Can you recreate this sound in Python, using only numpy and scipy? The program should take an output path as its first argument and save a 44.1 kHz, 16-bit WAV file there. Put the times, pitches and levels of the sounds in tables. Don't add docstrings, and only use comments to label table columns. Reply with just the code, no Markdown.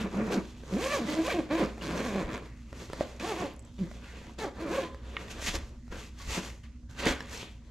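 import sys
import numpy as np
from scipy import signal
from scipy.fft import rfft, irfft
from scipy.io import wavfile
from scipy.ndimage import uniform_filter1d

SR = 44100
rng = np.random.default_rng(int(sys.argv[2]) if len(sys.argv) > 2 else 0)


def file_out(sig):
    cols = np.atleast_2d(sig).T
    lim = np.clip(cols, -1, 1)
    pcm = np.round(lim * 32767).astype(np.int16)
    wavfile.write(sys.argv[1], SR, pcm)


def volts(x):
    e = np.asarray(x, float) / 20
    return 10 ** e


N = 339570
T = np.arange(N) / SR

# pitch in Hz, width in Hz, level in dB rms.
HUM_LINES = [(59.94, 4.92, -48), (243, 13.25, -65.5), (29.2, 9.83, -60), (311, 20.1, -67),
             (118.9, 10.2, -65.5)]
# frequency in Hz, level in dB per Hz.
ROOM_SPECTRUM = [(12, -66), (20, -25), (32, -26), (36, -24), (49, -9.5), (70, -2), (90, -9), (115, -7.5),
                 (175, -18), (196, -19.5), (245, -5), (274, -30), (580, -61), (6540, -48.5), (15500, -79)]
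ROOM_AIR_DB = -50
ROOM_T60_S, ROOM_WET_DB = 0.46, -16

# time in s, tooth rate in Hz, buzz in dB.
FRONT_PULLS = [
    [(0, 226, -29), (.08, 185, -38)],
    [(.135, 175, -31), (.23, 235, -25), (.29, 193, -45), (.4, 200, -34)],
    [(.3, 500, -40), (.335, 420, -34), (.385, 190, -28)],
    [(.71, 170, -50), (.75, 200, -33), (.78, 280, -38), (.825, 500, -28), (.9, 586, -49), (.95, 611, -38),
     (.98, 455, -38), (1.01, 233, -37), (1.07, 200, -36)],
    [(1.075, 303, -38), (1.105, 312, -30), (1.135, 290, -36), (1.17, 330, -35), (1.19, 310, -32),
     (1.228, 335, -37)],
    [(1.222, 330, -40), (1.252, 530, -37), (1.278, 550, -36), (1.289, 640, -31), (1.302, 770, -46),
     (1.322, 525, -34), (1.348, 355, -33), (1.378, 320, -33), (1.42, 220, -44)],
    [(1.495, 229, -54), (1.52, 322, -36), (1.57, 337, -39), (1.585, 556, -36), (1.61, 340, -31),
     (1.63, 205, -36), (1.7, 220, -60)],
]
# time in s, tooth rate in Hz, buzz in dB.
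SIDE_PULLS = [
    [(1.815, 190, -50), (1.87, 150, -50), (1.935, 170, -48)],
    [(1.93, 191, -48), (2.01, 217, -44), (2.06, 242, -40), (2.1, 197, -45), (2.16, 184, -34),
     (2.23, 158, -44)],
    [(2.245, 70, -56), (2.3, 95, -56), (2.345, 120, -52), (2.385, 70, -56)],
    [(3.2, 302, -48), (3.25, 353, -40), (3.29, 460, -39), (3.325, 399, -37), (3.345, 330, -44),
     (3.4, 359, -43), (3.44, 300, -41), (3.478, 190, -44)],
    [(3.785, 191, -50), (3.82, 205, -28), (3.87, 162, -50)],
    [(4.39, 425, -46), (4.44, 440, -43), (4.465, 330, -40), (4.49, 229, -40)],
    [(4.58, 254, -46), (4.62, 320, -43), (4.665, 278, -37), (4.69, 299, -45), (4.71, 365, -31),
     (4.745, 525, -38), (4.785, 536, -32), (4.82, 397, -44), (4.86, 334, -45)],
]
# tooth sharpness, rasp in dB at the usual rate,
# bag wall in dB, fine hiss minus rasp in dB, tick peak in dB.
GRIPS = [(1, -44, -35, -7, -26), (1.6, -45, -29, -5, -22), (1.5, -48, -30, -5, -25),
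         (2.4, -46, -40, -7, -23), (3, -43, -43, -9, -18), (2.5, -45, -42, -8, -21),
         (3.5, -40, -38, -14, -19), (6, -38, -42, -10, -15), (8, -38, -33, -7, -10), (4, -38, -41, -10, -9),
         (4.5, -42, -43, -8, -25), (1.3, -50, -45, -8, -30), (5, -45, -38, -11, -27),
         (2, -45, -37, -10, -22)]
# time in s, half length in s, extra tick in dB.
BEARS = [(.8, .05, 6), (.87, .02, 3), (1.1, .03, 3), (1.262, .02, 7), (1.303, .012, 4), (1.325, .015, 6),
         (1.54, .03, 4), (2.07, .04, 3), (2.17, .05, 5), (3.23, .03, 5), (4.63, .03, 6), (4.76, .03, 2)]
# centre in Hz, width in Hz, level in dB.
BAG_MODES = [(205, 130, -3), (320, 30, -1.5), (525, 86, -4), (710, 140, -8), (990, 670, -24),
             (2100, 900, -25)]
# centre in Hz, width in Hz, level in dB.
SLIDER_MODES = [(1070, 170, 1), (1700, 450, -2), (2250, 500, -3), (3000, 500, -13), (3850, 450, -11)]
USUAL_RATE_HZ, RASP_DB_PER_OCTAVE, RASP_TAIL_S = 400, 10, .01
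USUAL_BUZZ_DB, SHARPER_DB_PER_DB = -36, .5
CATCH_DB, FRONT_WOBBLE, SIDE_WOBBLE = 2.5, .04, .075
TICK_TOP_HZ = 5000
TICK_DB_PER_OCTAVE, TICK_CATCH_DB = 5, 1.8

# time in s, left minus right in dB.
HANDS = [
    (0.0, 0.5),
    (0.86, -0.5),
    (2.46, 0.5),
    (3.17, -0.5),
    (6.63, 1),
    (6.75, -1.5),
    (7.7, 2),
]
# peak in s, rise in s per 20 dB, fall in s per 20 dB,
# rustle in dB, bag wall in dB.
HOLDS = [(0.0, .01, .12, -43, -31), (.44, .1, .2, -55, -56), (.74, .22, .1, -48, -40),
         (1.09, .1, .3, -37, -29), (1.51, .03, .15, -45, -38), (1.63, .08, .11, -43, -27),
         (1.44, .08, .14, -51, -50), (1.79, .1, .1, -55, -50), (1.822, .025, .3, -41, -33),
         (2.25, .1, .1, -49, -36), (2.345, .12, .12, -45, -35), (2.46, .2, .2, -57, -52),
         (3.026, .3, .2, -45, -40), (3.198, .003, .2, -41, -47), (3.42, .1, .1, -50, -30),
         (3.51, .05, .1, -55, -50), (3.68, .2, .1, -62, -54), (3.784, .004, .3, -58, -48),
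         (4.04, .05, .08, -49, -52), (4.144, .3, .4, -49, -46), (4.388, .008, .08, -37, -33),
         (4.57, .06, .1, -50, -44), (4.76, .08, .1, -39, -45), (4.88, .1, .3, -59, -50)]
# peak in s, rise in s per 20 dB, fall in s per 20 dB,
# rustle in dB, bag wall in dB.
FOLDS = [(.15, .15, .2, -52, -34), (.5, .2, .1, -57, -55), (.84, .2, .2, -44, -45), (2.0, .4, .3, -47, -31),
         (2.57, .15, .15, -62, -65), (2.76, .1, .4, -51, -45), (5.1, .08, .1, -58, -60),
         (3.9, .25, .4, -58, -50), (5.488, .11, .07, -33, -33), (5.31, .06, .1, -50, -50),
         (5.552, .03, .25, -55, -43), (6.005, .12, .09, -45, -45), (6.19, .02, .2, -61, -57),
         (6.35, .11, .08, -33, -35), (6.48, .3, .1, -45, -42), (6.895, .004, .2, -59, -55),
         (7.35, .09, .1, -41, -37)]
# peak in s, rise in s per 20 dB, fall in s per 20 dB,
# rustle in dB, bag wall in dB.
SPREADS = [(5.15, .25, .2, -53, -39), (5.2, .05, .5, -51, -47), (5.4, .3, .1, -50, -43),
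           (5.92, .02, .2, -48, -41), (6.3, .1, .1, -50, -42), (6.64, .012, .07, -55, -60),
           (6.76, .4, .3, -72, -62), (7.0, .07, .1, -44, -44), (7.068, .06, .1, -25.5, -21),
           (7.2, .2, .3, -52, -46), (7.47, .1, .15, -58, -54), (7.41, .15, .12, -42, -44),
           (7.68, .2, .2, -64, -55)]
# time in s, rustle in dB, bag wall in dB, half length in s.
SWISHES = [
    (.335, -47, -50, 0.016),
    (2.816, -57, -64, 0.016),
    (3.016, -49, -45, 0.018),
    (5.313, -49, -52, 0.01),
    (5.483, -43, -64, 0.017),
    (5.555, -40, -35, 0.017),
    (6.211, -54.5, -70, .025),
    (6.383, -50, -38, 0.015),
    (7.0, -39.5, -58, 0.011),
    (7.082, -37, -35.5, 0.017),
]
# frequency in Hz, level in dB per Hz.
RUSTLE_SPECTRUM = [(410, -26), (700, -8), (828, -5.5), (1020, -3), (1370, -0.5), (1830, 1.5), (2800, -2.5),
                   (3580, -6.5), (4640, -12.5), (6760, -14), (9590, -29.5), (12100, -28.5), (15500, -56)]
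# frequency in Hz, level in dB per Hz.
WALL_SPECTRUM = [(53, -52.5), (90, -22.5), (178, -1), (290, -2.5), (557, -5), (833, -17), (958, -11),
                 (1280, -15.5), (1920, -21), (2500, -23.5), (3250, -41), (5500, -120)]
HOLD_HISS_DB, FOLD_HISS_DB = -11, -4

# time in s, peak in dB, ring in Hz, treble minus peak in dB.
KNOCKS = [(0.636, -31, 490, -16), (1.78, -33, 770, -9), (2.378, -28.5, 556, -5), (2.423, -31, 463, -18),
          (2.729, -31, 595, -6), (2.9, -25, 418, -13), (2.933, -22, 564, -6), (3.009, -9.5, 597, -25.5),
          (3.784, -46, 431, -12), (3.914, -31.5, 635, -10), (4.216, -37, 522, -11), (4.946, -35, 540, -4),
          (5.283, -37, 1120, -3), (5.396, -33, 657, -10), (5.425, -28.5, 527, -6), (5.543, -25, 560, -12),
          (5.88, -48, 415, 1.5), (5.925, -28, 440, -9.5), (6.636, -48, 3000, -15), (6.891, -55, 1740, -13),
          (7.0565, -24, 1500, -3), (7.065, -22, 401, -10), (7.07, -13.5, 1990, -11), (7.09, -20, 1900, -14),
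          (7.109, -24, 2050, -18), (7.066, -17, 250, -30), (1.492, -38, 700, -6), (2.345, -29, 2100, -12),
          (5.587, -38, 3500, -10), (7.206, -24.5, 1730, -11), (7.43, -27, 404, -12)]
KNOCK_T60_S, SOFT_RING_S_PER_DB, KNOCK_PAN_SPREAD = .012, .0005, 1.5
# time in s, ring in Hz, peak in dB, t60 in s.
SNAPS = [(5.168, 1230, -22.5, 0.013), (5.167, 2200, -22.5, 0.014), (5.168, 2870, -24.5, .012),
         (5.167, 3500, -33, 0.014), (5.171, 1870, -33, 0.042), (6.372, 182, -26, .15),
         (0.691, 130, -34, .12), (4.845, 1020, -42, .3), (7.07, 260, -24, .1), (1.42, 300, -44, .12),
         (1.812, 2860, -39, .05), (3.198, 2500, -39, .06), (6.2, 1120, -46, .2)]
# time in s, peak in dB, ring in Hz, t60 in s.
JINGLES = [(3.537, -60, 11980, 0.017), (3.563, -56, 10000, .01), (3.564, -56, 7000, .01),
           (3.5935, -47, 7800, .035), (3.602, -57, 9500, .01), (3.625, -60, 7800, .03),
           (3.164, -54, 7000, .01), (3.65, -51, 7700, .03), (3.662, -62, 6200, .06),
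           (3.206, -48, 7800, .01), (3.459, -44, 7000, .004), (3.466, -41, 4500, .004),
           (3.474, -44, 4500, .006), (1.638, -39, 6000, .006), (1.648, -39, 5500, .006),
           (1.66, -36, 5000, .006), (6.19, -48, 6400, .01), (6.91, -50, 6500, .008),
           (7.0565, -30, 6500, .008), (7.091, -36, 7000, .01), (7.226, -50, 7500, .006),
           (7.259, -50, 7000, .006), (7.296, -46, 6000, .006), (7.375, -34, 5300, .008)]
# peak in s, rise in s per 20 dB, fall in s per 20 dB, level in dB.
PUFFS = [
    (2.262, .15, .09, -35),
    (5.564, .3, .25, -36),
    (5.908, .1, .2, -40),
    (6.294, .085, .1, -37),
    (7.104, .15, .06, -34),
]

PORT_LAG_S, TOP_HZ = 2.2e-5, 15350


def level(x, db):
    return x * volts(db) / np.sqrt(np.mean(x ** 2))


def band(x, hz, width):
    return signal.lfilter(*signal.iirpeak(hz, hz / width, fs=SR), x)


def colour(x, points):
    hz, db = np.transpose(points)
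    f = np.maximum(np.arange(N // 2 + 1) * SR / N, 1)
    gain = volts(np.interp(np.log(f), np.log(hz), db, -120, -120))
    return level(irfft(rfft(x) * gain, N), 0)


def walk(rate):
    k = int(SR / rate)
    steps = np.repeat(rng.standard_normal(N // k + 1), k)
    return 1.327 * uniform_filter1d(uniform_filter1d(steps, k), k)[:N]


def pan(db):
    return volts(np.array([[.5], [-.5]]) * db)


def place(x, pan_db, apart):
    side = apart * signal.lfilter([1, -1], [1, -.6], np.roll(x, shift=9001))
    return (x + np.array([[1], [-1]]) * side) * pan(pan_db)


def decay(t, t60):
    return np.exp(-np.log(1000) * t / t60)


def hum():
    lines = 0
    for hz, width, db in HUM_LINES:
        phase = np.cumsum(hz + 0.413 * width * walk(12)) / SR
        lines = lines + level(np.sin(2 * np.pi * phase) * volts(2.0 * walk(14)), db)
    air = colour(rng.standard_normal(N), ROOM_SPECTRUM) * volts(ROOM_AIR_DB + 0.48 * walk(8))
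    return lines + place(air, -1.66, 0.86)


def teeth():
    push, tick, gate, drag = np.zeros(N), np.zeros(N), np.ones(N), np.zeros((3, N))
    quick, slow, sizes = walk(250), walk(45), rng.standard_normal(N // 40)
    pace = .7 * (quick + slow)
    catch_db = CATCH_DB * slow[::-1]
    strike_catch_db = TICK_CATCH_DB * np.roll(slow, shift=20000)
    bear_db = sum(db * np.exp(-((T - s) / half_s) ** 2) for s, half_s, db in BEARS)
    for i, (run, grip) in enumerate(zip(FRONT_PULLS + SIDE_PULLS, GRIPS)):
        grit, rasp_db, wall_db, hiss_db, tick_db = grip
        s, *columns = np.transpose(run)
        now = (T >= s[0]) & (T <= s[-1])
        hz, db = (np.interp(T[now], s, c) for c in columns)
        octaves = np.log2(hz / USUAL_RATE_HZ)
        wobble = FRONT_WOBBLE if i < len(FRONT_PULLS) else SIDE_WOBBLE
        phase = np.cumsum(hz * (1 + wobble * pace[now])) / SR
        swing = np.cos(2 * np.pi * phase) - 1

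        tooth = (phase + .5).astype(int) + int(s[0] * 600)
        size = volts(catch_db[now] + 2.6 * sizes[tooth]) * signal.windows.tukey(now.sum(), .12)
        sharp = np.clip(grit * volts(SHARPER_DB_PER_DB * (USUAL_BUZZ_DB - db)), .5, 9)
        pulse = np.exp(sharp * swing) - 0.21 / np.sqrt(sharp)
        push[now] += size * volts(db) * pulse * 2.7 * np.sqrt(sharp)
        strike_db = tick_db + bear_db[now] + TICK_DB_PER_OCTAVE * octaves + strike_catch_db[now]
        tick[now] += size * volts(strike_db) * np.exp((TICK_TOP_HZ / hz) ** 2 * swing)

        gate[now] += 3 * np.exp(-(phase % 1) / .3) * signal.windows.tukey(now.sum(), .3)
        onset = np.minimum((T[now] - s[0]) / .02 + .3, 1)
        rasp = volts(rasp_db + RASP_DB_PER_OCTAVE * octaves) * onset
        drag[:, now] += np.array([rasp, rasp * volts(hiss_db), 0 * rasp + volts(wall_db)]) ** 2
    keep = np.exp(-1 / (RASP_TAIL_S * SR))
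    drag = signal.lfilter([1 - keep], [1, -keep], drag)
    body = .45 * push + sum(volts(db) * band(push, f, w) for f, w, db in BAG_MODES)
    slider = sum(volts(db) * band(band(tick, f, w), f, 2 * w) for f, w, db in SLIDER_MODES)
    return -band(body, 400, 4500) - slider, gate / uniform_filter1d(gate, size=500), drag


def swells(rows, column):
    t = T[::44]
    power = 0
    for row in rows:
        peak_s, rise_s, fall_s = row[:3]
        down = np.maximum((peak_s - t) / rise_s, (t - peak_s) / fall_s)
        power = power + volts(row[column] - 20 * down) ** 2
    return np.interp(T, t, power)


def crackle(share, spread_db):
    snaps_db = (rng.random(N) < share) * spread_db * np.minimum(rng.exponential(size=N), 2.5)
    return rng.standard_normal(N) * signal.lfilter([1], [1, -.96], volts(snaps_db) - 1 + 0.019)


def patchy(x, depth_db):
    centres = 700 * 1.3 ** np.arange(8)
    return sum(band(band(x, hz, .5 * hz), hz, .5 * hz) * volts(depth_db * walk(14)) for hz in centres)


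def cloth(gate, drag):
    holds, lifts = swells(HOLDS + SPREADS, column=3), swells(FOLDS, column=3)
    power = drag[0] + holds + lifts
    hiss_power = drag[1] + volts(2 * HOLD_HISS_DB) * holds + volts(2 * FOLD_HISS_DB) * lifts
    fine = np.sqrt(hiss_power / power)
    pan_db = np.interp(T, *np.transpose(HANDS))
    rub = np.sqrt(power) * volts(1.58 * walk(25))
    flop = np.sqrt(drag[2] + swells(HOLDS + SPREADS + FOLDS, column=4)) * volts(-6 + 2.65 * walk(35))
    for s, rub_db, flop_db, half_s in SWISHES:
        swell = np.exp(-((T - s) / half_s) ** 2)
        rub = rub + volts(rub_db) * swell
        flop = flop + volts(flop_db) * swell
    fibres = colour(crackle(.005, 2.2), RUSTLE_SPECTRUM)
    rasp = signal.sosfiltfilt(signal.butter(3, 4800, fs=SR, output="sos"), fibres)
    folds = patchy(rasp, depth_db=1.5)
    hiss = place(level(fibres - rasp, -1.5), pan_db, .3)
    rustle = place(level(folds, -2.48), pan_db, 0.46) + hiss * fine * volts(1.2 + 1.4 * walk(30))
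    walls = place(colour(crackle(0.0012, 2.9), WALL_SPECTRUM), pan_db, 0.94)
    return rustle * gate * rub + walls * flop


def knocks():
    out, t = np.zeros((2, N)), T[:6000]
    for (s, db, hz, treble_db), noise in zip(KNOCKS, rng.standard_normal((len(KNOCKS), 6000))):
        t60 = KNOCK_T60_S - SOFT_RING_S_PER_DB * treble_db
        pan_db = KNOCK_PAN_SPREAD * np.interp(s, *np.transpose(HANDS))
        tone = 1.04 * np.sin(2 * np.pi * hz * t) + 0.29 * np.sin(2 * np.pi * 0.615 * hz * t)
        overtones = sum(np.sin(2 * np.pi * ratio * hz * t) for ratio in (1.7, 2.3, 3.1))
        ring = decay(t, max(t60, .004)) * (tone + volts(treble_db) * overtones)
        burst = band(band(noise, 3000, 6000), 3000, 7000) * np.exp(-t / 0.00079)
        crack = volts(treble_db) * 1.5 * burst
        i = int(s * SR)
        out[:, i:i + 6000] += volts(db - 4.5) * pan(pan_db) * (ring + crack)
    return out


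def snaps():
    out, t = np.zeros(N), T[:6000]
    for s, hz, db, t60 in SNAPS:
        swing = np.minimum(t * hz / 0.87, 1) * decay(t, t60)
        i = int(s * SR)
        out[i:i + 6000] += volts(db) * swing * np.sin(2 * np.pi * hz * t)
    return out


def jingle():
    out, t = np.zeros(N), T[:6000]
    for (s, db, hz, t60), noise in zip(JINGLES, rng.standard_normal((len(JINGLES), 6000))):
        ring = sum(np.sin(2 * np.pi * ratio * hz * t) for ratio in (1.01, .985)) / 2
        tick = 1.5 * band(band(noise, .9 * hz, 3500), .9 * hz, 3500) * np.exp(-t / 0.0016)
        i = int(s * SR)
        out[i:i + 6000] += volts(db + 1.5) * (ring * decay(t, max(t60, .004)) + tick)
    return out


def puffs():
    gain = uniform_filter1d(np.sqrt(swells(PUFFS, column=3)), size=900)
    return colour(rng.standard_normal(N), [(12, -14), (28, -4.5), (70, -6.5), (130, -24.5)]) * gain


def room(x):
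    t = T[:SR // 2]
    tail = rng.standard_normal((2, len(t))) * decay(t, ROOM_T60_S) * (t > .004)
    tail = 1.03 * tail[0] + 0.34 * tail[1] * np.array([[1], [-1]])
    tail = signal.lfilter([1], [1, -.6], tail)
    return signal.fftconvolve(x[None], tail / np.sqrt(np.sum(tail[0] ** 2)), axes=1)[:, :N]


def scene():
    buzz, gate, drag = teeth()
    near = buzz * pan(-.8) + cloth(gate, drag) + knocks() + snaps() + jingle()
    return near + volts(ROOM_WET_DB) * room(near.mean(axis=0)) + puffs() + hum()


def band_limit(x):
    return signal.sosfilt(signal.butter(12, 15640, fs=SR, output="sos"), x)


def record(dry):
    hz = np.arange(N // 2 + 1) * SR / N
    lag_s = PORT_LAG_S * np.exp(-hz / 9000)
    late = irfft(rfft(dry[0]) * np.exp(-2j * np.pi * hz * lag_s), N) * volts(-.3)
    trim = signal.ellip(8, .3, 60, TOP_HZ, fs=SR, output="sos")
    return band_limit(signal.sosfilt(trim, [late, dry[1]]))


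dry = scene()
out = record(dry)
file_out(out)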